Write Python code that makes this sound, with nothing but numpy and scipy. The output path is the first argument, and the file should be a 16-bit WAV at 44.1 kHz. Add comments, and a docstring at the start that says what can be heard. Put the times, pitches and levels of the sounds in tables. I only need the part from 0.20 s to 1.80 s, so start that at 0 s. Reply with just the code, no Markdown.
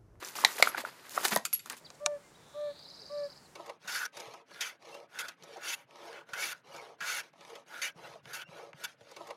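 """Card and film rustle under the fingers; then a plastic shell snaps off its card and its dents pop. Later come
dry thin clicks, some on the shell and some on a metal toy car, which is also tapped and pings, close by in a
small quiet room. Rustle is many tiny grains mixed with noise, and snaps are noise bursts through the shell's
resonances. Pops and pings are fading sine waves, clicks are thin noise bursts, and taps add a rattling ring. A
short echo tail and faint air noise lie behind them."""
import sys
import numpy as np
from scipy import signal
from scipy.fft import rfft, irfft, next_fast_len
from scipy.io import wavfile
from scipy.ndimage import uniform_filter1d

SR = 44100
rng = np.random.default_rng(int(sys.argv[2]) if len(sys.argv) > 2 else 0)


def volts(x):
    """Linear amplitude factor 10**(x/20) for a level x in dB, scalar or array-like."""
    e = np.asarray(x, float) / 20
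    return 10 ** e


def put_to_file(sound):
    """Save the sound as 16-bit audio at rate SR, in the file named by the first command-line argument."""
    columns = np.atleast_2d(sound).T  # one column per channel
    safe = np.clip(columns, -1, 1)
    whole_steps = np.round(safe * 32767)
    wavfile.write(sys.argv[1], SR, whole_steps.astype(np.int16))


N = 70560  # samples, 1.6 s

# The shell breaks: start_s, peak_db, tilt_db_per_octave, burst_t60_s (time to fall 60 dB)
SHELL_SNAPS = [(.2485, -3.5, 2.5, 0.017), (.4248, -5.5, 1, 0.024), (1.051, -16, 5, 0.034),
               (.579, -24, -2, 0.022)]
# Resonances of the stiff shell: centre_hz, width_hz, level_db
SHELL_MODES = [(684, 265, 1.5), (890, 420, -1.5), (1250, 360, -3), (2046, 464, 3), (4500, 1270, -4.5),
               (5670, 1300, -7.5), (7220, 870, -8.5), (7990, 1500, -14.5), (10020, 1400, -15.5),
               (12900, 1700, -21.5)]
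# Dents flip over: start_s, peak_db, pitch_hz, fade_cycles (to fall 30 dB)
DENT_POPS = [(0.187, -24.5, 1250, 4), (.239, -19.5, 980, 4.4), (.2486, -3.5, 3950, 12),
             (0.2486, -17.5, 857, 7.7), (0.383, -24.5, 2097, 3.2), (.399, -22.5, 618, 2.8),
             (.425, -13.5, 640, 2.4), (0.4255, -6, 2210, 11.8), (0.4258, -14.5, 1270, 4.4),
             (.473, -14.5, 1355, 6.6), (.574, -30.5, 2040, 21), (0.638, -33, 605, 7.1),
             (0.65, -23, 1420, 9.4), (1.051, -19, 1374, 6.5), (1.058, -23, 1700, 6.4),
             (1.122, -25.5, 210, 3), (1.162, -17.5, 646, 3.5), (1.163, -23, 976, 30),
             (1.163, -21, 1880, 29), (1.165, -26.5, 189, 4.3), (1.46, -35.5, 1320, 4)]
# A dent swells and is stopped by a finger: start_s, peak_db, pitch_hz, length_s
STOPPED_DENTS = [(0.5456, -21.5, 1490, .0052), (0.9759, -14.5, 1234, 0.00426)]
# Dry thin clicks, some on the shell and some on the car: start_s, peak_db, low_edge_hz, t60_s
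DRY_CLICKS = [(0.8948, -31, 5000, 0.0068), (1.0444, -23, 2500, .02), (1.0823, -20.5, 3000, 0.015),
              (1.1611, -9.5, 4950, 0.0074), (1.173, -17.5, 3470, 0.007), (1.4598, -31.5, 1490, .007),
              (1.4989, -23.5, 1670, 0.019)]
CLICK_TOP_HZ = 8200
# Fingers drag, bend and tear: start_s, length_s, card_db, film_db
FINGER_STROKES = [(0, 0.41, -54.5, -58), (0.023, 0.014, -44, -54), (0.044, 0.053, -51, -49),
                  (0.151, 0.068, -42.5, -43.5), (0.222, 0.09, -46, -47), (0.314, 0.06, -49.5, -47),
                  (0.379, 0.029, -39.5, -41.5), (0.42, 0.073, -40, -42.5), (0.51, 0.1, -48, -59),
                  (0.571, 0.036, -38.5, -45.5), (0.644, 0.05, -48, -56.5), (0.712, 0.15, -57, -69),
                  (0.842, 0.05, -53.5, -61), (0.902, 0.056, -53, -48), (0.943, 0.085, -45, -45),
                  (1.029, 0.011, -36.5, -39), (1.044, 0.013, -33, -30.5), (1.068, 0.025, -42, -39.5),
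                  (1.105, 0.039, -38, -39.5), (1.116, 0.012, -32, -39), (1.156, 0.0059, -31, -44),
                  (1.248, 0.011, -54.5, -43.5), (1.33, 0.022, -77, -40.5), (1.454, 0.021, -51, -57.5),
                  (1.496, 0.039, -46, -52.5), (1.564, 0.016, -57, -54.5)]
STROKE_RISE_S, STROKE_FADE_S = 0.0041, 0.012  # the fade is a time constant
# Colour of the card's creak: pitch_hz, level_db (per Hz)
CARD_COLOUR = [(53, -82), (90, -29.5), (209, 3), (787, -1), (931, 2.5), (1890, 0.5), (2730, -6),
               (3070, -7.5), (5000, -7.5), (6500, -58)]
# Colour of the film's fizz: pitch_hz, level_db (per Hz)
FILM_COLOUR = [(1500, -30.5), (2500, -6.5), (4000, -7), (6600, -3.5), (8600, -7.5), (11000, -5),
               (15100, -9.5), (15600, -41)]
# Small bright ticks of the film: start_s, peak_db, pitch_hz
FILM_TICKS = [(0.0477, -31, 5950), (0.1666, -31.5, 5570), (1.5238, -33.5, 10570)]
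TICK_FADE_CYCLES, TICK_SPREAD = 120, 0.15  # cycles to fall 60 dB; spread of the natural log of pitch
# The car is tapped: start_s, crack_peak_db, ring_peak_db
CAR_TAPS = [(1.2527, -16, -22.5), (1.3295, -19.5, -29), (1.3925, -39, -38.5), (1.4005, -40, -42)]
# Ringing tones of the car's body: pitch_hz, level_db
CAR_BODY = [(1400, -7.5), (2140, -3.5), (2520, -2), (3000, -7.5), (3660, -7.5), (4600, 0), (7230, -1.5),
            (8100, -6.5), (8960, -7.5)]
BODY_T60_S, RATTLE_T60_S, CRACK_T60_S, CRACK_LOW_HZ = 0.023, 0.04, 0.008, 1800
# The car's metal is set singing: start_s, peak_db, rub_length_s, tilt_db_per_khz
METAL_PINGS = [(0.485, -32, 0.013, -6), (1.147, -27.5, 0.011, -13), (1.253, -37, 0.012, -1),
               (1.332, -17.5, 0.014, 2)]
# Ringing tones of the metal: pitch_hz, level_db, t60_s
METAL_MODES = [(10090, -13, .18), (11310, 0, .15), (11375, -7, .2), (11620, -16, .13), (10150, -19, .1),
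               (14090, -22, .09)]
AFTER_RING_DB = -15  # beside the swell, as the rub ends
# How long the room's tail lasts: pitch_hz, t60_s
ROOM_FADE = [(200, .25), (2000, .2), (6000, .16), (11000, .09)]
ROOM_DB = -16
BASS_CUT_HZ = 134  # small sources radiate little bass
# Colour of the quiet air: pitch_hz, level_db (per Hz)
AIR_COLOUR = [(25, -32), (70, -20), (130, 0), (300, -7.5), (1000, -14.5), (4000, -11.5), (14000, -18),
              (15500, -53)]
AIR_DB = -61.5


def unit(x):
    """Scales a sound to rms 1."""
    return x / np.sqrt(np.mean(x ** 2) + 1e-20)


def peak(x):
    """Scales a sound to peak 1."""
    return x / (np.abs(x).max() + 1e-12)


def along(points, hz):
    """Reads a value between (Hz, value) points, on a log frequency axis."""
    f, v = np.transpose(points)
    return np.interp(np.log(hz + 1), np.log(f + 1), v)


def filtered(x, response):
    """Shapes a sound by a gain and phase given for every frequency."""
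    m = next_fast_len(len(x) + 4096)
    return irfft(rfft(x, m) * response(np.fft.rfftfreq(m, 1 / SR)), m)[:len(x)]


def add(track, start_s, sound):
    """Adds a sound to the track at a time, cutting off what runs past the end."""
    part = track[round(start_s * SR):][:len(sound)]
    part += sound[:len(part)]


def shell_response(f):
    """Sums the shell's resonances, each a band-pass, with alternating signs."""
    total = 0
    for k, (centre, width, db) in enumerate(SHELL_MODES):
        band = 1j * f * width / (centre ** 2 - f ** 2 + 1j * f * width)
        total = total + (-1) ** k * volts(db) * band
    return total


def snaps():
    """A short burst of fracture noise rings the stiff shell."""
    out, t = np.zeros(N), np.arange(SR // 10) / SR
    for s, db, tilt_db, t60 in SHELL_SNAPS:
        burst = rng.standard_normal(len(t)) * volts(-60 * t / t60)
        burst[0] += 4  # the first crack
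        power = tilt_db / (20 * np.log10(2))  # dB per octave as a power of frequency
        snap = filtered(burst, lambda f: shell_response(f) * (1j * (f + 50) / 2000) ** power)
        add(out, s, volts(db) * peak(snap))
    return out


def pops():
    """Each flipping dent rings a few cycles, with weaker partners below and above its pitch."""
    out, t = np.zeros(N), np.arange(SR // 20) / SR
    for s, db, hz, cycles in DENT_POPS:
        rise = (1 - np.exp(-t * hz / 0.66)) ** 2
        fade = volts(-30 * t * hz / cycles)
        ring = np.sin(2 * np.pi * hz * t)
        ring += 0.19 * np.sin(2 * np.pi * (0.619 * hz * t + rng.random()))
        ring += 0.12 * np.sin(2 * np.pi * (1.664 * hz * t + rng.random()))
        add(out, s, volts(db) * peak(rise * fade * ring))
    return out


def stopped_dents():
    """A dent swells for a few cycles, with a lower and a higher partner, and is cut short."""
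    out, t = np.zeros(N), np.arange(SR // 50) / SR
    for s, db, hz, length in STOPPED_DENTS:
        arch = np.sin(np.pi * np.minimum(t / length, 1) ** 1.56)  # late peak, then silence
        ring = np.sin(2 * np.pi * hz * t)
        ring += 0.52 * np.sin(2 * np.pi * 0.57 * hz * t)
        ring -= 0.2 * np.sin(2 * np.pi * 1.57 * hz * t)
        add(out, s, volts(db) * peak(np.sqrt(np.abs(arch)) * ring))
    return out


def thin_burst(t, low_hz, t60):
    """A fading noise burst of peak 1 with its bass and top treble weakened."""
    burst = rng.standard_normal(len(t)) * volts(-60 * t / t60)
    burst[0] += 3

    def response(f):
        low_cut = (1j * f / (low_hz / 2 + 1j * f)) ** 6  # about 6 dB down at low_hz
        return low_cut / (1 + 1j * f / CLICK_TOP_HZ) ** 2
    return peak(filtered(burst, response))


def clicks():
    """Dry thin clicks on the shell or the car, with no ringing body."""
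    out, t = np.zeros(N), np.arange(SR // 20) / SR
    for s, db, low_hz, t60 in DRY_CLICKS:
        add(out, s, volts(db) * thin_burst(t, low_hz, t60))
    return out


def crinkle(colour, centre_hz, cycles, spread_db, smooth, count):
    """Short random grains of uneven size on a bed of noise, in one colour."""
    start, pitch, size, phase = rng.random((4, count, 1))
    hz = np.clip(centre_hz * (pitch / (1 - pitch)) ** 0.369, 400, 16000)
    k = np.arange(400)  # samples in a grain
    size_db = spread_db * np.minimum(-np.log(size), 3)  # many small, few large
    fade_db = -60 * k / SR * hz / cycles
    grain = volts(size_db + fade_db) * np.sin(2 * np.pi * (hz * k / SR + phase))
    at = (start * N).astype(int) + k
    grains = np.bincount(at.ravel(), grain.ravel(), N + len(k))[:N]
    # Even out the grains' own colour, then give them the wanted one.
    spectrum = rfft(grains)
    power = uniform_filter1d(np.abs(spectrum) ** 2, size=800)
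    white = unit(irfft(spectrum / np.sqrt(np.abs(power) + 1e-9), N))
    mixed = white + smooth * rng.standard_normal(N)
    return unit(filtered(mixed, lambda f: volts(along(colour, f))))


def rustle():
    """Every finger stroke creaks the card and fizzes the film."""
    s, length, card_db, film_db = np.transpose(FINGER_STROKES)[..., None]
    t = np.arange(N) / SR - s
    rise = np.clip(t / STROKE_RISE_S, 0, 1)
    shape = rise * np.exp(-np.maximum(t - length, 0) / STROKE_FADE_S)
    # Overlapping strokes add by power.
    card_level = np.sqrt(np.sum((volts(card_db) * shape) ** 2, axis=0))
    film_level = np.sqrt(np.sum((volts(film_db) * shape) ** 2, axis=0))
    card = crinkle(CARD_COLOUR, centre_hz=1206, cycles=8.4, spread_db=6, smooth=1.0, count=1200)
    film = crinkle(FILM_COLOUR, centre_hz=7000, cycles=14, spread_db=4.5, smooth=0.7, count=3000)
    return card_level * card + film_level * film


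def ticks():
    """Each film tick is a cluster of six brief tones round its pitch."""
    out, t = np.zeros(N), np.arange(SR // 50) / SR
    for s, db, hz in FILM_TICKS:
        tones_hz = np.minimum(hz * np.exp(TICK_SPREAD * rng.standard_normal((6, 1))), 15500)
        tones = np.sin(2 * np.pi * (tones_hz * t + rng.random(tones_hz.shape)))
        fade = volts(-60 * t * hz / TICK_FADE_CYCLES)
        add(out, s, volts(db) * peak(tones.sum(axis=0) * fade))
    return out


def taps():
    """A tap gives a thin crack and a ring of the car's body, smeared by a noisy rattle."""
    out, t = np.zeros(N), np.arange(SR // 10) / SR
    for s, crack_db, ring_db in CAR_TAPS:
        ring = np.zeros(len(t))
        for hz, db in CAR_BODY:
            level = volts(db + rng.normal(0, 2.7) - 60 * t / BODY_T60_S)  # no two taps alike
            ring += level * np.sin(2 * np.pi * (hz * t + rng.random()))
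        rattle = rng.standard_normal(len(t)) * volts(-60 * t / RATTLE_T60_S)
        ring = signal.fftconvolve(ring, rattle)[:len(t)]
        crack = thin_burst(t, CRACK_LOW_HZ, CRACK_T60_S)
        add(out, s, volts(crack_db) * crack + volts(ring_db) * peak(ring))
    return out


def pings():
    """High metal tones swell under a brief rub, then ring on faintly; close pairs beat."""
    out, t = np.zeros(N), np.arange(SR // 5) / SR
    pivot_hz = METAL_MODES[1][0]  # the tilt leaves this tone unchanged
    for s, db, rub, tilt_db in METAL_PINGS:
        rise = np.minimum(t / rub, 1)
        swell = np.sin(np.pi * rise)
        ping = np.zeros(len(t))
        for hz, mode_db, t60 in METAL_MODES:
            after_ring = volts(AFTER_RING_DB - 60 * (t - rub) / t60) * rise
            level = volts(mode_db + tilt_db * (hz - pivot_hz) / 1000)
            ping += level * np.sin(2 * np.pi * hz * t) * (swell + after_ring)
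        add(out, s, volts(db) * peak(ping))
    return out


def room(x):
    """Walls return a short tail of noise, drawn anew for every tenth of a second."""
    out, step = np.zeros(N), SR // 10
    for a in range(0, N, step):
        hz, t, z = signal.stft(rng.standard_normal(SR // 3), SR, nperseg=256)
        fade = volts(-60 * t / along(ROOM_FADE, hz)[:, None])
        tail = signal.istft(z * fade, SR, nperseg=256)[1]
        echo = signal.fftconvolve(x[a:a + step], tail / np.linalg.norm(tail))
        add(out, a / SR + 0.004, echo)  # the tail comes 4 ms late
    return out


def air():
    """Steady noise in the colour of the quiet air."""
    noise = filtered(rng.standard_normal(N), lambda f: volts(along(AIR_COLOUR, f)))
    return volts(AIR_DB) * unit(noise)


def scene():
    """Mixes everything near the hands with its room tail, trims the bass, and adds the air."""
    near = snaps() + pops() + stopped_dents() + clicks() + rustle() + ticks() + taps() + pings()
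    near = near + volts(ROOM_DB) * room(near)
    near = filtered(near, lambda f: (1j * f / (BASS_CUT_HZ + 1j * f)) ** 4)
    return (near + air())[None]


def top_cut(x):
    """Nothing passes above the cut-off."""
    return signal.sosfilt(signal.butter(12, 15700, fs=SR, output="sos"), x)


def record(dry):
    """Returns the finished mix as it is heard."""
    return top_cut(dry)


dry = scene()
out = record(dry)
put_to_file(out)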